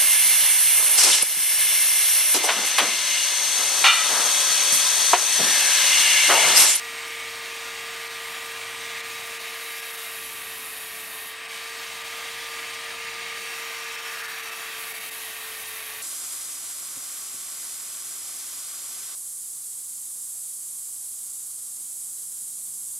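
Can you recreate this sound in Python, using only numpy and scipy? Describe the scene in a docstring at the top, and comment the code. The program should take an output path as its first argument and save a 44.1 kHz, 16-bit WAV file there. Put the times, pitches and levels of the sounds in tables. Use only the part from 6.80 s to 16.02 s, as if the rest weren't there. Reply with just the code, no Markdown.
"""A high motor whine over a roar of air: an upturned electric belt sander runs outdoors, close by.
The motor turns near 27000 rpm; cooling air and the belt sound the plastic housing, the frame hums.
A steel cleaver is ground on the belt in two passes and lifts off briefly between them. Grit rasps
on the steel and rubs it into ringing; as the blade is pressed down, the motor sags in pitch
and the rasp turns to a bright hiss."""
import sys
import numpy as np
from scipy import signal
from scipy.fft import rfft, irfft
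from scipy.io import wavfile
from scipy.ndimage import map_coordinates

SR = 44100
rng = np.random.default_rng(int(sys.argv[2]) if len(sys.argv) > 2 else 0)


def transcribe(u):
    """Save the signal u as a 16-bit wav file named by the first command-line argument.

    u: samples, shape (n,) or (channels, n), limited to [-1, 1]; the rate is SR.
    q: integer samples, one column per channel.
    """
    v = np.clip(np.atleast_2d(u).T, -1, 1)
    q = np.round(v * 32767).astype(np.int16)
    wavfile.write(sys.argv[1], SR, q)


N = 406602
TIME = np.arange(N) / SR
FREQS = np.maximum(np.arange(N // 2 + 1) * SR / N, 1)

# pitch curve of the motor shaft (time [s], speed [turns/s])
SHAFT_SPEED = [(0.0, 459.5), (1.3, 459.35), (1.65, 458.6), (2.1, 459.1), (2.95, 457.0), (3.4, 452.2),
               (3.8, 447.1), (4.1, 444.7), (4.48, 444.7), (4.7, 452.2), (4.95, 456.5), (5.35, 459.2),
               (6.3, 459.7), (7.2, 457.7), (7.55, 452.8), (7.9, 449.0), (8.8, 441.5), (9.22, 440.1)]
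# rotor harmonics, fundamental first (multiple of the shaft rate, level [dB])
ROTOR_TONES = [(1, 0.0), (4, -13), (5, -4), (6, -7), (9, -17), (10, -21), (12, -15), (15, -18), (17, -25),
               (19, -15)]
# those harmonics swell or sink as the hands move over the machine (start [s], end [s], gain [dB])
ROTOR_SWELLS = [(.8, 2.6, .7), (4.85, 6.0, -1.3)]
# the bearing's ball-pass tone, then its sidebands and octave (multiple of the shaft rate, level [dB])
BEARING_TONES = [(2.61, 0), (3.61, -7), (4.61, -4), (5.22, -32)]
# level rides on the bearing's upper tones (start [s], end [s], gain [dB])
BEARING_SWELLS = [(.6, 1.6, 0), (2.05, 2.4, 5.5), (2.85, 3.25, 7), (5.65, 6.1, -1), (6.25, 8.3, 2)]
# tones of the toothed drive (multiple of the pulley rate, level [dB])
DRIVE_TONES = [(5, -13), (9, -13), (10, 0), (14, -3.5), (15, -6), (20, -4), (25, -13)]
# level rides on single drive tones (start [s], end [s], multiple of the pulley rate, gain [dB])
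DRIVE_SWELLS = [(-.2, .5, 10, 4), (-.2, .6, 20, -11), (1.9, 2.3, 10, 2), (2.5, 3.4, 20, 3),
                (4.18, 4.52, 10, 5), (4.2, 5.5, 20, -0.5), (4.62, 5.7, 10, -1), (6.55, 7.048, 10, 5),
                (7.604, 8.405, 20, 0.5), (8.0, 9.4, 10, 1), (8.5, 9.4, 20, -2)]
# level rides on the fan's whistle (start [s], end [s], gain [dB])
FAN_SWELLS = [(-.2, .55, 9.5), (.55, 1.25, 7), (1.75, 2.14, 7), (2.8, 3.1, 4), (3.5, 3.8, 5),
              (4.55, 4.95, 9), (5.1, 5.55, 8), (5.83, 6.06, 12), (6.06, 6.4, -3), (6.95, 7.15, 4.5),
              (7.3, 7.65, 9), (7.65, 8.05, 2)]
# noise of cooling air and belt (frequency [Hz], level [dB])
ROAR_SPECTRUM = [(20, -50), (60, -28), (150, -30), (330, -13), (550, -12.5), (1000, -6.5), (1600, -4),
                 (2200, -0.7), (3200, -6), (4500, -8), (5200, -10), (7500, -26), (11000, -32), (16000, -25)]
# resonances of the plastic housing (frequency [Hz], width [Hz], gain [dB])
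HOUSING_MODES = [(395, 210, 2.5), (691, 187, 9), (1050, 110, 3), (1190, 320, 5), (1610, 130.1, 1),
                 (1848, 550, 6), (2464, 400, 5.5), (2660, 160, 1.5), (3140, 460, 7), (3800, 430, 6.5),
                 (4760, 810, 6.5)]

# the blade lies on the belt (start [s], end [s], gain of the rasp at full load [dB])
PASSES = [(-.2, 4.51, -7.5), (4.69, 9.4, -2.5)]
# grit scraping the steel (frequency [Hz], level [dB])
RASP_SPECTRUM = [(500, -24), (1500, -3), (3400, 2), (5500, 3.5), (7000, 0.5), (8800, 2.5), (9700, -3),
                 (11000, -32), (16000, -10)]
# grit cutting the steel (frequency [Hz], level [dB])
HISS_SPECTRUM = [(4000, -19.5), (7400, -10.5), (8000, -6), (8700, -1.5), (9700, 0), (10200, -0.5),
                 (10900, 2), (12000, 0), (12700, -2), (13400, -3), (14200, -6.5), (16000, -9.5)]
# high, crowded modes of the steel (frequency [Hz], width [Hz], gain [dB])
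STEEL_MODES = [(5050, 130, 4.5), (5630, 200, -0.5), (6050, 140, 3.5), (6880, 350, 4), (8750, 180, -2),
               (9500, 220, -1.5), (10100, 200, 2.5), (10800, 180, 5), (12100, 220, 0.5), (13300, 200, 0),
               (14650, 220, -1)]
# the grit bites harder or lighter as the blade rocks (start [s], end [s], gain of the hiss [dB])
BITES = [(1.42, 1.7, 2.5), (2.26, 2.798, 3.5), (2.808, 3.153, 6.5), (3.14, 4.526, 7.5), (4.95, 5.799, 1),
         (5.9, 6.55, -2), (6.55, 6.72, 1.5), (6.72, 6.948, 3), (6.946, 7.263, 0.5), (7.261, 7.75, 4),
         (7.75, 7.981, 5), (7.978, 8.849, 8.5), (8.856, 9.4, 8)]
# ringing modes of the blade (frequency [Hz], width [Hz])
BLADE_MODES = [(1370, 900), (2212, 470), (2620, 280), (3400, 310), (4610, 200), (5550, 560), (8820, 490),
               (11330, 800), (9960, 400), (9500, 450), (1785, 230), (12130, 490)]
# the belt rubs one mode into ringing (start [s], end [s], mode number from 1, level [dB])
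BLADE_RUBS = [(-.2, 0.45, 2, -43), (.3, 2.36, 4, -50.5), (.4, 1.6, 2, -48), (1.0, 2.05, 1, -50.5),
              (1.1, 2.1, 7, -53.5), (1.9, 3, 2, -45), (2.1, 2.86, 3, -55), (2.45, 3.3, 10, -54),
              (2.8, 3.42, 8, -48), (3.25, 4.2, 9, -55), (3.5, 4.2, 3, -52), (3.4, 4.5, 8, -50),
              (4.0, 4.6, 10, -53), (4.15, 3.5, 2, -49), (4.65, 4.75, 2, -49), (4.7, 5.5, 5, -52),
              (4.75, 6.8, 10, -55), (5.3, 5.8, 4, -50), (5.33, 7.75, 2, -44.5), (5.65, 7.1, 5, -51.5),
              (6.6, 8, 3, -46.5), (6.65, 7.9, 6, -51), (6.65, 7.25, 1, -47.5), (7.25, 7.7, 1, -42),
              (7.27, 7.6, 11, -42), (7.52, 7, 11, -51), (7.7, 8.05, 1, -44), (7.3, 8.3, 5, -53),
              (7.75, 7.98, 2, -51), (7.98, 8.28, 2, -45), (7.98, 8.5, 8, -45), (8.0, 8.35, 3, -50),
              (8.05, 11, 9, -52), (8.6, 10.9, 8, -58), (8.8, 11, 12, -50)]
# brief dips in the noise (time [s], treble gain [dB], share of the dip in the lows [0-1])
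DIPS = [(1.287, -6, .3), (2.222, -10, .1), (2.588, -11, 0), (3.013, -8, .1), (3.125, -5, 0.18),
        (3.166, -9, .15), (4.676, -9, 0), (5.234, -7, 0.4), (7.17, -6, 0), (7.215, -5, 0), (7.428, -8, 0),
        (7.472, -9, 0), (7.621, -7, .25), (7.706, -6, 0), (8.133, -7, 0.4), (8.197, -6, 0.01),
        (8.304, -14, 0.6)]

# faint hum of the frame (multiple of the shaft rate, level [dB])
FRAME_TONES = [(.287, -12.5), (.4168, -7), (.581, -7.5), (1.097, -5.5)]
# hum of the rollers (multiple of the shaft rate, level [dB])
ROLLER_TONES = [(.114, -8), (.228, -7.5)]
# level rides on single roller tones (start [s], end [s], tone number from 1, gain [dB])
ROLLER_SWELLS = [(-.2, 1.3, 1, 3), (1.9, 3.3, 1, -12), (6.4, 7.8, 1, -15), (8.3, 9.4, 1, 3),
                 (.2, 1.1, 2, 3.5), (1.65, 2.5, 2, 5.5), (2.6, 3.3, 2, -8), (5.85, 6.6, 2, 3),
                 (7.0, 7.3, 2, -5), (8.75, 10.3, 2, 6)]
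# lulls in the whole hum (start [s], end [s], gain [dB])
HUM_LULLS = [(2.57, 3.25, -2), (6.85, 8.05, -2.5)]
# low rumble of the frame (frequency [Hz], level [dB])
RUMBLE_SPECTRUM = [(20, -31), (35, -20), (55, -7), (80, -2.5), (130, -5), (200, -1.5), (320, -1), (500, -9),
                   (2000, -60)]
# the frame shakes harder or settles (start [s], end [s], gain of the rumble [dB])
SHAKES = [(1.4, 2.57, 2), (2.95, 3.25, -7), (3.3, 4.48, 4), (4.5, 5.0, -3), (5.6, 6.8, .5),
          (7.1, 7.8, -1.5), (8.3, 9.4, -3)]
# notches in the microphone's response (frequency [Hz], width [Hz], gain [dB])
MIC_NOTCHES = [(4960, 270, -6.5), (7840, 370, -1), (10600, 500, -6.5)]

TOUCH_S = 0.044  # half the time the blade takes to land or lift


def motor_whine(angle, load):
    """Every spinning part sings off the one shaft; rotor and bearing shudder more under load."""
    shudder_db = 0.45 + load
    return (rotor(angle, load, shudder_db) + bearing(angle, load, shudder_db)
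            + toothed_drive(angle) + fan(angle) + brushes(angle))


def rotor(angle, load, shudder_db):
    """The core of the whine: shaft harmonics, ducking as hand and blade bear down and cover the machine."""
    fundamental = partials(angle, ROTOR_TONES[:1], waver_db=0.2, slip=0.02)
    overtones = partials(angle, ROTOR_TONES[1:], waver_db=2.5, slip=0.11)
    octave = partials(angle, [(2, 0)], waver_db=0.6, slip=0.08)
    drift_db = 0.03 * TIME
    level_db = -47.5 - 7.5 * load - drift_db + swells(ROTOR_SWELLS, edge_s=0.25) + shudder_db * walk(30)
    octave_db = -55 - 12.5 * load + drift_db
    return undb(level_db) * (fundamental + overtones) + undb(octave_db) * octave


def bearing(angle, load, shudder_db):
    """Passing balls add an inharmonic tone with sidebands a shaft rate apart, fainter under load."""
    ball_pass = partials(angle, BEARING_TONES[:1], waver_db=0.5, slip=0.11)
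    upper = partials(angle, BEARING_TONES[1:], waver_db=0.5, slip=0.28)
    upper *= undb(swells(BEARING_SWELLS, edge_s=0.24))
    return undb(-46 - 9 * load + shudder_db * walk(40)) * (ball_pass + upper)


def toothed_drive(angle, pulley_ratio=0.4168):
    """The teeth sing at harmonics of the slower pulley; single tones swell and fade."""
    out = 0
    for multiple, db in DRIVE_TONES:
        tone = partials(pulley_ratio * angle, [(multiple, db)], waver_db=1.0, slip=0.35)
        out += undb(swells(cues_for(DRIVE_SWELLS, multiple), edge_s=0.23)) * tone
    return undb(-51) * out


def fan(angle, blades=18):
    """The cooling fan whistles at the rate its blades pass."""
    whistle = partials(angle, [(blades, 0)], waver_db=1.8, slip=0.5)
    return undb(-62.5 + swells(FAN_SWELLS, edge_s=0.059)) * whistle


def brushes(angle, bars=24):
    """The brushes sing thinly on the commutator bars, louder while the blade is clear of the machine."""
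    return undb(-73 + 5 * lifted()) * partials(angle, [(bars, 0)], waver_db=1.5, slip=0.35)


def housing_roar(angle, load, pulsing=0.029, flutter_db=0.5):
    """Cooling air and the running belt sound the housing, pulsing slightly with each turn."""
    air = rng.standard_normal(N) * (1 + pulsing * np.sin(angle)) * undb(flutter_db * walk(40))
    roar = colour(air, slope_db(ROAR_SPECTRUM) + bells_db(HOUSING_MODES), unity_band_hz=(1600, 4200))
    return undb(-37.5 - 3.5 * load) * shimmer(roar, band_hz=60, life_s=0.11, depth_db=1.8)


def grinding(load, chatter_db=0.6, bite_fade_db_per_s=0.2):
    """Grit scrapes and cuts the steel: the rasp recedes under load, the hiss follows each bite."""
    scraping = undb(chatter_db * walk(60)) * grit(per_second=30000, spread_db=0.9)
    cutting = undb(chatter_db * walk(60)) * grit(per_second=32000, spread_db=1.2)
    steel_db = bells_db(STEEL_MODES)
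    rasp = colour(scraping, slope_db(RASP_SPECTRUM) + steel_db, unity_band_hz=(5200, 7800))
    hiss = colour(cutting, slope_db(HISS_SPECTRUM) + steel_db, unity_band_hz=(10800, 15000))
    bite_db = sum(held(start, end, edge_s=0.035) * (db - bite_fade_db_per_s * (TIME - start))
                  for start, end, db in BITES)
    rasp_db = -46 + swells(PASSES, TOUCH_S) * load ** 2 - 6 * lifted()
    hiss_db = -49.5 + 0.5 * load + bite_db - 5 * lifted()
    return undb(rasp_db) * rasp + undb(hiss_db) * hiss


def blade_ring(pitch_drift=0.012):
    """Blade modes, heavily damped by the hands; the point of contact decides which one the grit rubs."""
    out, grains = 0, grit(per_second=6000, spread_db=1.5)
    for number, (hz, width) in enumerate(BLADE_MODES, 1):
        rubs = [(start, end, undb(db)) for start, end, db in cues_for(BLADE_RUBS, number)]
        resonance = signal.iirpeak(hz, hz / width, fs=SR)
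        strikes = np.roll(grains, rng.integers(N))
        ring = signal.lfilter(*resonance, signal.lfilter(*resonance, strikes))
        playhead = np.cumsum(1 + pitch_drift * walk(3))  # the grip keeps bending the pitch
        out += swells(rubs, edge_s=0.12) * map_coordinates(ring / ring.std(), [playhead], mode="mirror")
    return out


def grain_catches(load, per_second=70, low_hz=1594, high_hz=9550, attack_s=0.014):
    """Coarse grains catch the edge; each sets off a brief metallic ping at a pitch of its own."""
    age = np.arange(SR // 4) / SR
    envelope = age / attack_s * np.exp(1 - age / attack_s)
    out = np.zeros(N + len(age))
    count = int(per_second * N / SR)
    for (when, height), size in zip(rng.random((count, 2)), rng.standard_normal(count)):
        start = int(when * N)
        octaves = height * np.log2(high_hz / low_hz)
        ping = envelope * np.sin(2 * np.pi * low_hz * 2 ** octaves * age)
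        out[start:start + len(age)] += undb(-45.5 - 2.5 * octaves + 2 * size) * ping
    return undb(-5 * load) * out[:N] * (1 - lifted())


def frame_hum(angle, load, edge_s=0.08):
    """The low bed: frame and rollers hum and rumble faintly; each roller tone comes and goes."""
    rumble = colour(rng.standard_normal(N), slope_db(RUMBLE_SPECTRUM), unity_band_hz=(0, SR / 2))
    hum = partials(angle, FRAME_TONES, waver_db=2.5, slip=0.1)
    for number, tone in enumerate(ROLLER_TONES, 1):
        roller = partials(angle, [tone], waver_db=1.7, slip=0.092)
        hum += undb(swells(cues_for(ROLLER_SWELLS, number), edge_s)) * roller
    hum_db = -63.5 - 5 * load + swells(HUM_LULLS, edge_s)
    rumble_db = -63.5 - 2 * load + swells(SHAKES, edge_s)
    return undb(hum_db) * hum + undb(rumble_db) * rumble


def grit(per_second, spread_db):
    """Abrasive grains striking steel: dense clicks, a few larger than the rest."""
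    hit = rng.random(N) < per_second / SR
    return hit * rng.standard_normal(N) * undb(spread_db * rng.exponential(size=N))


def partials(angle, rows, waver_db, slip):
    """Tones locked to a turning part; each wavers in level and slips a little in phase [rad]."""
    out = 0
    for multiple, db in rows:
        phase = multiple * angle + slip * walk(22) + 2 * np.pi * rng.random()
        out += undb(db + waver_db * walk(5)) * np.sin(phase)
    return np.sqrt(2) * out


def shimmer(x, band_hz, life_s, depth_db):
    """Narrow bands of x swell and fade each on their own, at about the same overall power."""
    hz, seconds, frames = signal.stft(x, SR, nperseg=1024, noverlap=768)
    chance = rng.standard_normal((512, 256))
    grid = np.meshgrid(hz / band_hz, seconds / life_s, indexing="ij")
    gain = undb(depth_db * map_coordinates(chance, grid, mode="mirror"))
    gain /= np.sqrt(np.mean(gain ** 2))
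    return signal.istft(frames * gain, SR, nperseg=1024, noverlap=768)[1][:N]


def dipped(x, half_width_s=0.017, crossover_hz=2900):
    """The level ducks for an instant at each dip, mostly in the treble."""
    treble_db = low_db = 0
    for when, db, low_share in DIPS:
        dip_db = db * np.maximum(1 - np.abs(TIME - when) / half_width_s, 0) ** 2
        treble_db += dip_db
        low_db += dip_db * low_share
    treble = signal.sosfiltfilt(signal.butter(4, crossover_hz, "high", fs=SR, output="sos"), x)
    return treble * undb(treble_db) + (x - treble) * undb(low_db)


def lifted():
    """1 while the blade is off the belt, 0 while it lies on it."""
    return 1 - sum(held(start, end, TOUCH_S) for start, end, _ in PASSES)


def held(start, end, edge_s):
    """A soft gate from 0 to 1; its fades reach edge_s to either side of start and end."""
    ramp = np.clip(0.5 + np.minimum(TIME - start, end - TIME) / (2 * edge_s), 0, 1)
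    return ramp * ramp * (3 - 2 * ramp)


def swells(rows, edge_s):
    """A fader curve: the sum of soft gates, one for each (start, end, size) row."""
    return sum(size * held(start, end, edge_s) for start, end, size in rows)


def cues_for(rows, tone):
    """The (start, end, dB) cues that belong to one tone or mode."""
    return [(start, end, db) for start, end, owner, db in rows if round(owner) == round(tone)]


def walk(per_second):
    """Smooth random wander with a spread of about 1."""
    steps = signal.resample(rng.standard_normal(int(per_second * N / SR) + 2), 4096)
    return np.interp(TIME, np.linspace(0, N / SR, len(steps)), steps)


def colour(x, eq_db, unity_band_hz):
    """Equalise x and bring its rms within the band to 1."""
    spectrum = rfft(x) * undb(eq_db)
    inside = (FREQS > unity_band_hz[0]) & (FREQS < unity_band_hz[1])
    return irfft(spectrum, N) * N / np.sqrt(2 * np.sum(np.abs(spectrum[inside]) ** 2))


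def slope_db(points):
    """An EQ curve through (Hz, dB) points on a log-frequency axis."""
    hz, db = np.transpose(points)
    return np.interp(np.log(FREQS), np.log(hz), db)


def bells_db(rows):
    """An EQ curve of (Hz, width, dB) bells."""
    return sum(db / (1 + (2 * (FREQS - hz) / width) ** 2) for hz, width, db in rows)


def undb(db):
    """Decibels to gain."""
    return np.exp(np.asarray(db) * np.log(10) / 20)


def scene(free_hz=460, full_sag_hz=20):
    """The motor's sag gives the load, 0 to 1, which rides the mix; both ears hear the same."""
    shaft_hz = np.interp(TIME, *np.transpose(SHAFT_SPEED))
    load = np.clip((free_hz - shaft_hz) / full_sag_hz, 0, 1) ** 0.61
    angle = 2 * np.pi * np.cumsum(shaft_hz * (1 + 0.0002 * walk(25))) / SR
    air = housing_roar(angle, load)
    # the resonances flutter as the blade is rocked
    steel = shimmer(grinding(load) + blade_ring(), band_hz=75, life_s=0.18, depth_db=2.0)
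    mix = motor_whine(angle, load) + dipped(air + steel) + frame_hum(angle, load) + grain_catches(load)
    return np.tile(mix, (2, 1))


def record(dry, top_hz=15750):
    """The microphone notches the treble and a steep low-pass cuts the top."""
    notched = irfft(rfft(dry) * undb(bells_db(MIC_NOTCHES)), N)
    return signal.sosfilt(signal.ellip(14, 0.1, 90, top_hz, fs=SR, output="sos"), notched)


dry = scene()
out = record(dry)
transcribe(out)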